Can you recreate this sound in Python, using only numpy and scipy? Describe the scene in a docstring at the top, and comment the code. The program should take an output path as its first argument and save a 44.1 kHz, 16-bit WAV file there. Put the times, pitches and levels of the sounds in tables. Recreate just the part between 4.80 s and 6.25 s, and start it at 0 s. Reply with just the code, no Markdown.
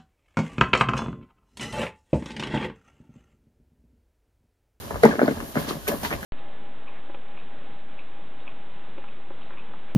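"""A hand crushes soft chalk over a plastic bowl, close to a pair of spaced microphones.
From the start: room noise and rumble (filtered noise), powder hiss (dense clicks), crumbs (clicks ringing bowl modes).
From 0.1 s lumps knock dully: sagging thuds, bowl modes, noise cracks and snaps, each with a short scattered tail.
From 0.23 s grit rasps in bright bands; knocks are loudest to 0.5 s, then weaker, with a last cluster after 1.07 s."""
import sys
import numpy as np
from scipy import signal
from scipy.fft import rfft, irfft
from scipy.io import wavfile

SR = 44100
rng = np.random.default_rng(int(sys.argv[2]) if len(sys.argv) > 2 else 0)


def unload_wav(signal):
    """Save mono or channel-first audio to the path in sys.argv[1] as 16-bit WAV at rate SR, clipped to [-1, 1]."""
    wavfile.write(
        sys.argv[1],
        SR,
        np.round(np.clip(np.atleast_2d(signal).T, -1, 1) * 32767).astype(np.int16),
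    )


N = 63945
BURST_N, TAIL_N = 4096, 8192  # samples


def gain_of(db):
    """Amplitude ratio of a level in dB."""
    return 10 ** (np.asarray(db) / 20)


def evened(x):
    """Scale to unit RMS over all channels."""
    return x / np.sqrt(np.mean(x ** 2) + 1e-20)


def colour(x, points):
    """Filter by a spectrum interpolated on a log-frequency axis."""
    f, db = np.transpose(points)
    hz = np.fft.rfftfreq(x.shape[-1], 1 / SR)
    curve_db = np.interp(np.log(hz + 1), np.log(f + 1), db, left=-60)
    return irfft(rfft(x) * gain_of(curve_db), x.shape[-1])


def octave_band(spectrum, centre_hz, width_oct, n):
    """Gaussian band on an octave axis, back in the time domain."""
    hz = np.fft.rfftfreq(n, 1 / SR) + 1
    return irfft(spectrum * np.exp(-(np.log2(hz / centre_hz) / width_oct) ** 2), n)


def highpass(x, hz):
    """Second-order Butterworth low cut."""
    return signal.sosfilt(signal.butter(2, hz, "high", fs=SR, output="sos"), x)


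def level(points):
    """Gain curve, linear in dB between (t/s, level/dB) points."""
    s, db = np.transpose(points)
    return gain_of(np.interp(np.arange(N) / SR, s, db))


def add(mix, s, sound):
    """Add a sound at s seconds, cut at the end of the mix."""
    part = mix[max(round(s * SR), 0):][:len(sound)]
    part += sound[:len(part)]


def clicks(per_s, spread_db):
    """Two unrelated trains of random clicks, a few of them large."""
    size = gain_of(spread_db * np.minimum(rng.exponential(1, (2, N)), 4))
    struck = rng.random((2, N)) < per_s / SR
    return size * struck * rng.choice([-1., 1.], (2, N))


# steady room noise spectrum: f/Hz, relative level/dB
ROOM_SPECTRUM = [(15, -32), (25, 20), (164, -4), (359, -0.5), (495, -8), (1110, -10), (1800, -27),
                 (2770, -29.5), (6550, -17), (14300, -21.5), (15500, -71)]
# low rumble: t/s, level/dB
RUMBLE_LEVEL = [(0.0, -43.5), (0.064, -39), (0.108, -45), (0.148, -27), (0.222, -36), (0.242, -36),
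                (0.358, -42), (0.374, -50), (0.634, -34.5), (0.662, -67), (0.814, -32), (0.832, -45.5),
                (1.408, -32), (1.45, -54)]
ROOM_DB, RUMBLE_HZ, RUMBLE_WIDTH_HZ = -39, 61, 60


def room():
    """Steady faint noise plus a lumpy low rumble, noise in a Gaussian band."""
    hz = np.fft.rfftfreq(N, 1 / SR)
    band = np.exp(-((hz - RUMBLE_HZ) / RUMBLE_WIDTH_HZ) ** 2)
    rumble = irfft(rfft(rng.standard_normal((2, N))) * band, N)
    steady = colour(rng.standard_normal((2, N)), ROOM_SPECTRUM)
    return gain_of(ROOM_DB) * evened(steady) + level(RUMBLE_LEVEL) * evened(rumble)


# powder: t/s, hiss level/dB, finest dust level/dB
POWDER_LEVEL = [(0.0, -45.5, -48), (0.192, -48, -54), (0.227, -45, -52), (0.232, -33.5, -41),
                (0.294, -38.5, -53), (0.39, -47, -56), (0.456, -41.5, -50), (0.584, -46, -51.5),
                (0.698, -48.5, -45.5), (0.734, -47.5, -50.5), (0.778, -39.5, -46), (0.802, -39, -39.5),
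                (0.868, -42.5, -50), (0.894, -31.5, -42), (0.944, -44, -46.5), (0.996, -50, -54),
                (1.074, -46, -47), (1.081, -28.5, -28.5), (1.094, -34, -38), (1.114, -39.5, -39.5),
                (1.15, -44, -42.5), (1.222, -45.5, -43), (1.248, -30.5, -38.5), (1.3, -42, -46),
                (1.336, -39, -44), (1.372, -46, -55), (1.416, -47, -49), (1.45, -44.5, -48)]
# powder spectrum: f/Hz, relative level/dB
POWDER_SPECTRUM = [(710, 4), (1200, 0), (1860, 1.5), (2120, -4), (3140, 1), (3460, -1), (4200, -1.5),
                   (6040, -7), (8880, -9.5), (10500, -15.5), (13900, -10), (15500, -48)]
GRAINS_PER_S, GRAIN_SPREAD_DB, FINE_HZ = 4700, 2, 9400


def powder():
    """Dense grains rubbing as the fist closes; the finest dust, above FINE_HZ, hisses on its own."""
    grains = colour(clicks(GRAINS_PER_S, GRAIN_SPREAD_DB), POWDER_SPECTRUM)
    hz = np.fft.rfftfreq(N, 1 / SR) + 1
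    fine = irfft(rfft(grains) / (1 + (FINE_HZ / hz) ** 10), N)
    table = np.array(POWDER_LEVEL)
    hiss = level(table[:, [0, 1]]) * evened(grains - fine)
    dust = level(table[:, [0, 2]]) * evened(fine)
    return hiss + dust


RISE_CYCLES = 0.18  # time constant of a mode's swell


def ring(hz, t60_s):
    """One decaying bowl mode, swelling gradually because chalk is soft."""
    t = np.arange(BURST_N) / SR
    swell = 1 - np.exp(-t * hz / RISE_CYCLES)
    return swell * gain_of(-60 * t / t60_s) * np.sin(2 * np.pi * hz * t)


# bowl modes, shared with the knocks: f/Hz, relative level/dB, t60/s under a lump
BOWL_MODES = [(164.2, -3, 0.12), (229.4, -3, 0.15), (263, 0, 0.049), (348, -4, 0.063), (418.6, -4, 0.098),
              (571, 2, 0.051), (682, 0.5, 0.04), (808, -4, 0.036), (1020, 5, 0.017), (1160, -2, 0.019),
              (1670, 0.5, 0.023), (2120, -5.5, 0.015)]
# crumb patter: t/s, level/dB
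CRUMB_LEVEL = [(0, -42.5), (.09, -41), (.15, -33.5), (.215, -42.5), (.25, -20), (.31, -26.5), (.375, -37.5),
               (.42, -26.5), (.47, -28), (.54, -38), (.62, -37.5), (.735, -46.5), (.775, -30), (.86, -36),
               (.91, -30.5), (.96, -38), (.995, -45.5), (1.06, -47.5), (1.1, -27.5), (1.15, -33),
               (1.2, -43.5), (1.25, -28.5), (1.295, -41.5), (1.325, -29.5), (1.35, -32), (1.39, -41.5),
               (1.45, -36.5)]
CRUMBS_PER_S, CRUMB_SPREAD_DB = 1800, 2
CRUMB_T60_RATIO = 0.75  # of the t60 under a lump


def crumbs():
    """Small bits land at random, each ringing one bowl mode."""
    hits = clicks(CRUMBS_PER_S, CRUMB_SPREAD_DB)
    mode = rng.integers(0, len(BOWL_MODES), (2, N))
    out = np.zeros((2, N))
    for k, (hz, db, t60_s) in enumerate(BOWL_MODES):
        tap = gain_of(db) * ring(hz, CRUMB_T60_RATIO * t60_s)
        out += signal.oaconvolve(hits * (mode == k), tap[None], axes=1)[:, :N]
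    return level(CRUMB_LEVEL) * evened(out)


# snap spectrum: f/Hz, relative level/dB
SNAP_SPECTRUM = [(1500, 6.5), (3500, -17), (7000, -6.5), (12500, -12), (15000, -40)]
# lumps that crack or land; the levels are offset by THUD_DB, CRACK_DB and SNAP_DB below:
# t/s, level/dB, thud centre f/Hz, crack level/dB re lump, snap level/dB re lump, crack f/Hz, thud rise/cycles
LUMPS = [(.107, -17, 800, -8.5, -17.5, 1340, 1.24), (0.1099, -15, 510, -23, -26, 1020, 0.6),
         (0.1439, -20, 1050, -11.5, -24, 1130, 0.39), (.158, -14.5, 696, -10.5, -30, 1320, 0.65),
         (.2335, -2, 658, -33, -18, 1900, 2.45), (0.235, 2.5, 467, -11.5, -46, 1650, 1.68),
         (0.245, -2, 241, -39, -37, 950, 0.88), (.252, -0.5, 495, -6, -18, 920, 0.69),
         (0.2585, 1.5, 295, -19, -40, 1670, 0.64), (.270, -16, 232, -20, -36, 1600, 1.5),
         (0.29, -10, 220, -23, -35, 1520, 1.27), (0.302, -27, 223, -20, -32.5, 1670, 1.7),
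         (.308, -18, 1652, -15, -30, 1670, 6.8), (.314, -20.5, 1660, -5, -22, 1670, 3.8),
         (0.321, -21, 1600, -12, -25, 1650, 2.8), (.329, -19.5, 530, -31, -36, 1180, 1.74),
         (0.338, -20, 221, -7.5, -36, 1390, 0.57), (.354, -17, 416, -7.5, -34, 1580, 1.02),
         (.385, -17, 286, -14, -34, 1040, 0.86), (.393, -9, 664, -7.5, -43, 1450, 1.73),
         (0.416, 0, 500, -18.5, -47, 1640, 0.7), (0.423, -11, 281, -31, -42, 970, 1.02),
         (.431, -2, 322, -25.5, -46, 1660, 0.68), (.439, -12, 320, -29, -40, 1095, 0.72),
         (.460, -29, 550, 6, -24, 1180, 0.67), (0.4793, -8.5, 638, -9, -36, 1520, 2.1),
         (0.4817, -4.5, 280, -26, -30, 1030, 0.61), (.489, -20, 296, -31, -34, 1030, 0.48),
         (.509, -9, 270, -17, -35, 1910, 0.62), (0.524, -17, 208, -14.5, -20, 1190, 0.38),
         (.5705, -22.5, 830, -19, -33, 1080, 1.25), (0.5734, -22, 280, -31, -30, 1100, 0.37),
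         (0.6031, -18.5, 1180, -12.5, -15, 2260, 1.02), (0.625, -23.5, 270, -17, -28, 1220, 1.2),
         (0.755, -16.5, 684, -5.5, -23, 1580, 1.2), (0.7592, -15, 225, -27, -28, 1100, 0.64),
         (0.7659, -11, 560, -39, -39, 1020, 0.65), (.7672, -7.5, 198, -13.5, -35, 1120, 0.7),
         (0.7711, -15, 570, -1.5, -29, 1640, 0.97), (0.846, -21, 218, -7, -23, 1570, 0.6),
         (.877, -24, 263, -13, -20, 982, 1.1), (0.886, -36, 294, -8, -9, 1270, 0.61),
         (0.9091, -13, 330, -31, -33, 1063, 0.62), (0.9074, -16, 1180, -26, -27, 1200, 2.4),
         (0.952, -21, 168, -34, -34, 1150, 0.86), (1.0716, -25.5, 1100, -1, -9, 1410, 1.3),
         (1.0782, -17.5, 490, -2.5, -3.5, 2250, 1.3), (1.085, -14, 417, -17, -8, 1600, 1.63),
         (1.094, -17, 376, -25, -15, 1610, 0.84), (1.104, -21, 410, -24, -13, 1270, 0.66),
         (1.121, -17.5, 630, -32, -12, 1320, 3.1), (1.136, -23, 620, -7.5, -29, 1200, 1.3),
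         (1.1388, -17.5, 300, -20, -21, 900, 0.89), (1.2325, -18, 770, -9, -9, 950, 1.36),
         (1.249, -22, 945, 3, -16, 1850, 7), (1.3065, -19, 1500, -6, -20, 1550, 1.24),
         (1.3115, -19.5, 790, -2, -22, 1580, 1.2), (1.3132, -17.5, 370, -17, -23, 1200, 0.4),
         (1.3165, -20, 684, -6.5, -25, 975, 0.72), (1.3272, -20, 646, 0.5, -27, 1870, 1.3),
         (1.3358, -21, 660, -8, -22, 2150, 0.34), (1.429, -39, 258, 13.5, -24, 1670, 0.2)]
THUD_DB, CRACK_DB, SNAP_DB, RING_DB = -5, -2, 6.5, -6.5  # RING_DB: bowl peak re thud
MODE_SLOPE_DB_PER_OCT2, STRIKE_SPREAD_DB = -18, 3
SAG_OCT = 0.29  # pitch drop per rise time of a one-cycle thud; longer rises sag less
CRACK_RISE_S, CRACK_S, CRACK_WIDTH_OCT, SNAP_S = 0.00027, 0.0037, 0.42, 0.0028
LUMP_LOW_CUT_HZ = 140


def thud(centre_hz, rise_cycles):
    """Short sine pulse sagging in pitch, at centre_hz where its envelope peaks."""
    u = np.arange(BURST_N) / SR * centre_hz / rise_cycles  # time in rise times
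    hz = centre_hz * 2 ** (SAG_OCT / rise_cycles * (1 - np.minimum(u, 4)))
    return (u * np.exp(1 - u)) ** 2 * np.sin(2 * np.pi * np.cumsum(hz) / SR)


def crack_burst(noise, hz):
    """Dry crack: band noise with a fast rise and exponential decay."""
    t = np.arange(BURST_N) / SR
    band = evened(octave_band(rfft(noise), hz, CRACK_WIDTH_OCT, BURST_N))
    return band * np.minimum(t / CRACK_RISE_S, 1) * np.exp(-t / CRACK_S)


def knocks():
    """Each lump thuds, rings the bowl modes near its centre, and adds a dry crack and a bright snap."""
    body, snap = np.zeros(N), np.zeros(N)
    snap_decay = np.exp(-np.arange(BURST_N) / SR / SNAP_S)
    rings = np.array([gain_of(db) * ring(hz, t60_s) for hz, db, t60_s in BOWL_MODES])
    mode_hz = np.transpose(BOWL_MODES)[0]
    for s, db, centre_hz, crack_db, snap_db, crack_hz, rise_cycles in LUMPS:
        spot_db = STRIKE_SPREAD_DB * rng.standard_normal(len(BOWL_MODES))
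        distance_oct = np.log2(mode_hz / centre_hz)
        bowl = gain_of(MODE_SLOPE_DB_PER_OCT2 * distance_oct ** 2 + spot_db) @ rings
        blow = thud(centre_hz, rise_cycles) + gain_of(RING_DB) * bowl / abs(bowl).max()
        crack_noise, snap_noise = rng.standard_normal((2, BURST_N))
        crack = gain_of(crack_db + CRACK_DB) * crack_burst(crack_noise, crack_hz)
        add(body, s, gain_of(db) * (gain_of(THUD_DB) * blow / abs(blow).max() + crack))
        add(snap, s, gain_of(db + snap_db + SNAP_DB) * snap_noise * snap_decay)
    return highpass(body, LUMP_LOW_CUT_HZ) + colour(snap, SNAP_SPECTRUM)


TAIL_DB, TAIL_T60_S, TAIL_RISE_S = -6, 0.07, 0.0092


def tail(x):
    """Short scattered reflections from the bowl and table, unrelated in the two channels."""
    t = np.arange(TAIL_N) / SR
    envelope = gain_of(-60 * t / TAIL_T60_S) * np.minimum(t / TAIL_RISE_S, 1)
    taps = rng.standard_normal((2, TAIL_N)) * envelope
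    return signal.fftconvolve(x[None], taps / np.linalg.norm(taps[0]), axes=1)[:, :N]


# grit cracking or grinding under the fingers: t/s, length/s, level/dB, f/Hz
GRIT = [(.233, 0.0097, -31.5, 4180), (0.25, 0.0043, -34, 4960), (0.43, 0.0058, -40, 4200),
        (0.458, .006, -38.5, 4420), (0.888, 0.021, -36, 4160), (1.088, 0.0034, -31.5, 6050),
        (1.085, 0.0049, -27, 12800), (1.246, 0.045, -46, 4400)]
RASP_WIDTH_OCT = 0.18


def rasps():
    """Gritty grains in a bright band, starting sharply and fading over each burst."""
    out, t = np.zeros((2, N)), np.arange(N) / SR
    grains = rfft(clicks(GRAINS_PER_S, GRAIN_SPREAD_DB))
    for s, length_s, db, hz in GRIT:
        band = evened(octave_band(grains, hz, RASP_WIDTH_OCT, N))
        envelope = np.sin(np.pi * np.sqrt(np.clip((t - s) / length_s, 0, 1)))
        out += gain_of(db) * envelope * band
    return out


# phase by which the right microphone trails the left: f/Hz, turn/rad
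MIC_LAG = [(100, 0.5), (450, 0.25), (620, 1), (900, 1.5), (1200, 1.12), (1700, 2.5), (3000, 2.5), (4400, 6),
           (9000, 10), (15000, 20.5)]


def trailing():
    """Phase turn from the left microphone to the right, least in the bass."""
    f, turn_rad = np.transpose(MIC_LAG)
    return np.exp(-1j * np.interp(np.fft.rfftfreq(N, 1 / SR), f, turn_rad))


# left-right likeness of the diffuse layers: f/Hz, likeness/(0 to 1)
LIKENESS = [(60, 0.75), (105, 0.22), (150, 0.74), (300, 0.76), (700, 0.37), (2000, 0.12), (5000, 0.21),
            (9000, 1), (15000, 0.07)]


def spaced(x):
    """The right microphone hears the left one's sound late, mixed with an unrelated part."""
    f, alike = np.transpose(LIKENESS)
    hz = np.fft.rfftfreq(N, 1 / SR)
    c = np.clip(np.interp(np.log(hz + 1), np.log(f), alike), 0, 1)
    left, other = rfft(x)
    right = c * left * trailing() + np.sqrt(1 - c ** 2) * other
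    return np.array([x[0], irfft(right, N)])


def scene():
    """Lumps arrive with the microphone lag; the diffuse layers are partly unrelated."""
    lumps = knocks()
    late = irfft(rfft(lumps) * trailing(), N)
    diffuse = room() + powder() + crumbs() + gain_of(TAIL_DB) * tail(lumps) + rasps()
    return np.array([lumps, late]) + spaced(diffuse)


LOW_CUT_HZ, EDGE_HZ = 75, 15700


def record(dry):
    """Microphone bass roll-off, overload at full scale, then the band limit."""
    held = np.clip(highpass(dry, LOW_CUT_HZ), -1, 1)
    band_limit = signal.firwin(511, EDGE_HZ, window=("kaiser", 9), fs=SR)
    return signal.oaconvolve(held, band_limit[None], "same", axes=1)


dry = scene()
out = record(dry)
unload_wav(out)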